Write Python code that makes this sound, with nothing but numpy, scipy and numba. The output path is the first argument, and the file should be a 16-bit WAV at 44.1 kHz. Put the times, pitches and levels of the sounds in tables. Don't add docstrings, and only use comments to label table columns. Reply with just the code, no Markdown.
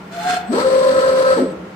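import sys
import numpy as np
from scipy import signal
from scipy.fft import rfft, irfft
from scipy.io import wavfile
from numba import njit

SR = 44100
rng = np.random.default_rng(int(sys.argv[2]) if len(sys.argv) > 2 else 0)


def master(y):
    cut = np.clip(np.atleast_2d(y).T, -1, 1)
    pcm = np.round(cut * 32767)
    wavfile.write(sys.argv[1], SR, pcm.astype(np.int16))


N = 77175
T = np.arange(N) / SR


def undb(db):
    return 10 ** (np.asarray(db) / 20)


def curve(table, column=1):
    rows = np.array(table)
    return np.interp(T, rows[:, 0], rows[:, column])


def unit(x):
    return x / np.sqrt(np.mean(x ** 2))


def swell(at_s, width_s):
    return np.exp(-((T - at_s) / width_s) ** 2)


def gains(table):
    hz, db = np.array(table).T
    return undb(np.interp(np.log(np.fft.rfftfreq(N, 1 / SR) + 1), np.log(hz), db))


def noise(hz, width_hz):
    band = np.exp(-2 * ((np.fft.rfftfreq(N, 1 / SR) - hz) / width_hz) ** 2)
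    return unit(irfft(rfft(rng.standard_normal(N)) * band, N))


def tone(phase, rough, width_hz, flutter_hz=0):
    strength = 1 + rough * noise(flutter_hz, width_hz)
    jitter = rough * noise(flutter_hz, width_hz)
    return np.sqrt(2) * (strength * np.sin(phase) + jitter * np.cos(phase))


def radiate(x, colour, balance):
    tilt = np.sqrt(gains(balance))
    return unit(irfft(rfft(x) * gains(colour) * np.array([tilt, 1 / tilt]), N))


def place(x, pan_db, lag_s=0):
    return np.array([x * undb(pan_db / 2), np.interp(T - lag_s, T, x) * undb(-pan_db / 2)])


# frequency in Hz, gain of the side signal in dB.
PAIR_WIDTH = [(180, -21), (400, -7.5), (900, 1)]

def narrow_bass(x):
    mid = (x[0] + x[1]) / 2
    side = irfft(rfft((x[0] - x[1]) / 2) * gains(PAIR_WIDTH), N)
    return np.array([mid + side, mid - side])


# frequency in Hz, relative level in dB.
SHOP_COLOUR = [(30, -38), (42, -44), (62, -6.5), (130, -8.5), (185, 4.5), (240, -6.5), (400, -3),
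               (520, -11), (900, -10), (1300, -14.5), (2000, -18), (3200, -26), (5000, -33), (8000, -39),
               (12000, -48), (15500, -49)]
# pitch in Hz, level in dB.
SHOP_HUM = [(181, -44), (1392, -55)]

def workshop():
    mid, side = rfft(rng.standard_normal((2, N))) * gains(SHOP_COLOUR)
    side = side * gains([(150, -18.5), (400, -10), (1000, -0.5)])
    fans = undb(-36) * unit(irfft(np.array([mid + side, mid - side]), N))
    hum = sum(undb(db) * tone(2 * np.pi * hz * T, rough=0.51, width_hz=23) for hz, db in SHOP_HUM)
    return fans + hum


# time in seconds, step rate in Hz.
STEP_RATE = [(.12, 660), (.15, 690), (.22, 693.7), (.26, 725), (.39, 722.4)]
# multiple of the step rate, level in dB against the main tone.
STEP_PARTIALS = [(0.601, -22), (2, -23), (2.215, -13.5)]
# time in seconds, motor gain in dB, slide gain in dB.
FEED_GAINS = [(.1, -62, -66), (.122, -39, -41.5), (.14, -37, -38), (.18, -27, -38), (.232, -32, -32),
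              (.262, -20.5, -32), (.305, -15.5, -23), (.326, -27, -26.5), (.342, -14.5, -24.5),
              (.358, -33, -27.5), (.372, -15, -28.5), (.39, -26.5, -40), (.43, -29.5, -39)]
# frequency in Hz, relative level in dB.
RUSH_COLOUR = [(530, -44), (900, -14), (1090, -11.5), (1450, -6.5), (1770, -11), (2050, -13), (3340, -16.5),
               (3540, -27), (3850, -20), (4180, -18), (5440, -22.5), (7320, -23), (15500, -45.5)]
# frequency in Hz, left minus right in dB.
RUSH_BALANCE = [(1300, 1), (2400, -5), (3600, -4), (4400, 8), (5300, 0), (6700, 3), (8400, 14), (11000, -3)]
# pitch and width in Hz, dB against the rush, left minus right in dB.
SLIDE_RINGS = [(257, 42, -14, -3), (426, 130, -14, -3.5), (1395, 220, -7, 9), (2010, 330, -15, -1),
               (2543, 70, -18.5, -6), (3534, 96, -15, -10), (4190, 140, -15, 9.5), (5025, 100, -20.5, 3)]

def feed():
    step = 2 * np.pi * np.cumsum(curve(STEP_RATE)) / SR
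    motor = tone(step, rough=0.28, width_hz=49)
    motor += sum(undb(db) * tone(k * step, rough=0.37, width_hz=65) for k, db in STEP_PARTIALS)
    squeak = undb(-29) * tone(2 * np.pi * 848 * T, rough=0.22, width_hz=40) * swell(0.247, 0.044)
    singing = place(motor * undb(curve(FEED_GAINS)) + squeak, pan_db=-0.5, lag_s=0.000177)
    grain = undb(-1.5 * noise(200, 820)) * rng.standard_normal((2, N))
    bass_cut = signal.butter(1, 940, "high", fs=SR, output="sos")
    rush = unit(signal.sosfilt(bass_cut, radiate(grain, RUSH_COLOUR, RUSH_BALANCE)))
    ringing = sum(place(undb(db) * noise(hz, width), pan) for hz, width, db, pan in SLIDE_RINGS)
    slide = (rush + ringing) * undb(curve(FEED_GAINS, column=2))
    moving = np.clip((FEED_GAINS[-1][0] - T) / 0.022, 0, 1) * (T > FEED_GAINS[0][0])
    return moving * (singing + slide)


# time in seconds, level at the left microphone in dB.
WHINE_LEVEL = [(.43, -69), (.48, -48), (.535, -35.5), (.59, -40.5), (.81, -39), (1.0, -38.5), (1.26, -43.5),
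               (1.305, -38.5), (1.4, -40), (1.53, -54), (1.58, -88)]

def drives(servo_hz=8000, upper_hz=12000, pan_db=22):
    whine = tone(2 * np.pi * servo_hz * T, rough=0.26, width_hz=100)
    whine += undb(-23) * tone(2 * np.pi * upper_hz * T, rough=0.3, width_hz=80)
    servo = place(whine * undb(curve(WHINE_LEVEL) - pan_db / 2), pan_db)
    whistle = tone(2 * np.pi * upper_hz * T, rough=0.8, width_hz=90, flutter_hz=157)
    return servo + undb(-59.5) * whistle * swell(0.27, 0.14)


# time in seconds, depth from 0 to 1.
TOOTH_DIPS = [(.637, 1), (.698, 1), (0.826, 0.5), (0.94, 0.8), (1.009, 0.92), (1.113, 0.76), (1.232, 1),
              (1.35, .65)]

def belt_teeth(tooth_phase):
    dips = 1 - sum(depth * swell(at_s, 0.0063) for at_s, depth in TOOTH_DIPS)
    return tone(tooth_phase, rough=0.13, width_hz=50, flutter_hz=33.3) * dips


# pitch in Hz, width in Hz, relative level in dB.
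GROWL_BANDS = [(200.2, 35, -11.5), (257.4, 20, -8.5), (312.7, 16.4, -8), (400, 180, -6), (530, 180, -6.5)]

def housing_growl():
    return sum(undb(db) * noise(hz, width) for hz, width, db in GROWL_BANDS)


# frequency in Hz, relative level in dB.
WHIRR_COLOUR = [(40, -45), (90, -12), (180, -6.5), (290, -10.5), (420, -4.5), (560, 9.5), (680, -5),
                (860, -8.5), (1050, -4), (1170, -7.5), (1320, -5), (1700, -10), (2500, -16.5),
                (3500, -16.5), (4400, -12.5), (5200, -20), (7000, -25.5), (8300, -25.5), (10500, -32),
                (12500, -34), (15500, -44)]
# frequency in Hz, left minus right in dB.
WHIRR_BALANCE = [(300, 4), (1300, 6), (2000, 8), (2700, -6.5), (3500, -0.5), (4500, 8.5), (6800, 2.5),
                 (8500, 10.5), (10000, 14), (11700, -3), (14000, 7.5)]

def belt_whirr(turn, tooth_phase):
    chop = np.exp(0.45 * np.cos(tooth_phase))
    flicker = undb(1.3 * noise(22, 80) - 0.5 * np.cos(2 * turn))
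    return narrow_bass(radiate(chop * flicker * rng.standard_normal((2, N)), WHIRR_COLOUR, WHIRR_BALANCE))


ORDERS = [5, 11, 15, 18, 23, 28, 32, 33, 58, 60, 61, 74, 75, 87, 90]
ORDER_LEVELS = [-56, -45.5, -44.5, -46, -37.5, -70, -32, -35, -35.5, -36.5, -42, -40.5, -41.5, -70, -39.5]
# time in seconds, gain in dB on the highest tones and the housing's rings.
RASP_GAIN = [(.55, 5.5), (.63, 9.5), (.7, -16), (.9, -6), (1.0, 8.5), (1.09, 1), (1.15, -1), (1.28, 7.5),
             (1.4, 1)]
# pitch in Hz, width in Hz, base level in dB.
HOUSING_RINGS = [(1030, 70, -38), (1308, 45, -34)]

def spindle_rasp(turn, rasp_above_order=70):
    rasp_db = curve(RASP_GAIN)
    tones = sum(undb(db + rasp_db * (k > rasp_above_order)) * tone(k * turn, rough=0.57, width_hz=22)
                for k, db in zip(ORDERS, ORDER_LEVELS))
    housing = sum(undb(db + rasp_db) * noise(hz, width) for hz, width, db in HOUSING_RINGS)
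    return tones + housing


# time in seconds, share of full speed.
SPINDLE_SPEED = [(.485, 0.35), (.505, .45), (.52, .5), (.548, .74), (.585, .88), (.63, 1), (1.36, 1),
                 (1.388, .84), (1.408, 0.52), (1.44, 0.51), (1.48, 0.37)]
# time in seconds, then gains in dB of tooth tone, whirr and growl.
SPINDLE_GAINS = [(.48, -41, -42, -44), (.502, -14.5, -41.5, -35), (.53, -23, -26.5, -17.5),
                 (.555, -20.5, -24.5, -21), (.6, -23.5, -19, -27), (.645, -16, -25, -55),
                 (.68, -11.5, -24, -37), (.9, -14, -23, -29.5), (1.1, -13.5, -24, -33.5),
                 (1.31, -13.5, -22.5, -37), (1.37, -17.5, -24.5, -24), (1.415, -23, -30, -14.5),
                 (1.46, -31, -41, -21), (1.52, -36, -42.5, -50)]

def spindle(full_speed_hz=17.5, teeth=30, belt_hz=9.3):
    turn = 2 * np.pi * np.cumsum(full_speed_hz * curve(SPINDLE_SPEED)) / SR
    surge = np.cos(2 * np.pi * belt_hz * (T - 0.985))
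    mesh = belt_teeth(teeth * turn) * undb(curve(SPINDLE_GAINS) + 1.05 * surge)
    growl = housing_growl() * undb(curve(SPINDLE_GAINS, column=3))
    whirr = belt_whirr(turn, teeth * turn) * undb(curve(SPINDLE_GAINS, column=2) + 0.8 * surge)
    running = np.clip(np.minimum(T - 0.518, 1.415 - T) / 0.032, 0, 1)
    tones = place(mesh + running * spindle_rasp(turn), pan_db=2.5, lag_s=0.00026)
    sounding = (T > SPINDLE_GAINS[0][0]) & (T < SPINDLE_GAINS[-1][0])
    return sounding * (tones + growl + whirr)


@njit
def walls(x, lags, gain, damp):
    line, soft, out = np.zeros((8, 4096)), np.zeros(8), np.zeros(x.shape)
    for i in range(x.shape[1]):
        total = 0.
        for k in range(8):
            soft[k] += (1 - damp) * (gain[k] * line[k, (i - lags[k]) & 4095] - soft[k])
            total += soft[k]
            out[k % 2, i] += soft[k]
        for k in range(8):
            line[k, i & 4095] = x[k // 4, i] + soft[k] - total / 4
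    return out


WALL_LAGS = [331, 479, 613, 797, 1021, 1259, 1543, 1871]

def room(machine, bass_t60_s=0.81, damp=0.42):
    lags = np.array(WALL_LAGS)
    round_gain = undb(-60 * lags / SR / bass_t60_s)
    return narrow_bass(walls(machine, lags, round_gain, damp))


def scene():
    machine = feed() + spindle()
    return workshop() + machine + drives() + undb(-17.5) * room(machine)


def record(dry, top_hz=15700):
    return signal.sosfilt(signal.ellip(10, .2, 80, top_hz, fs=SR, output="sos"), dry)


dry = scene()
out = record(dry)
master(out)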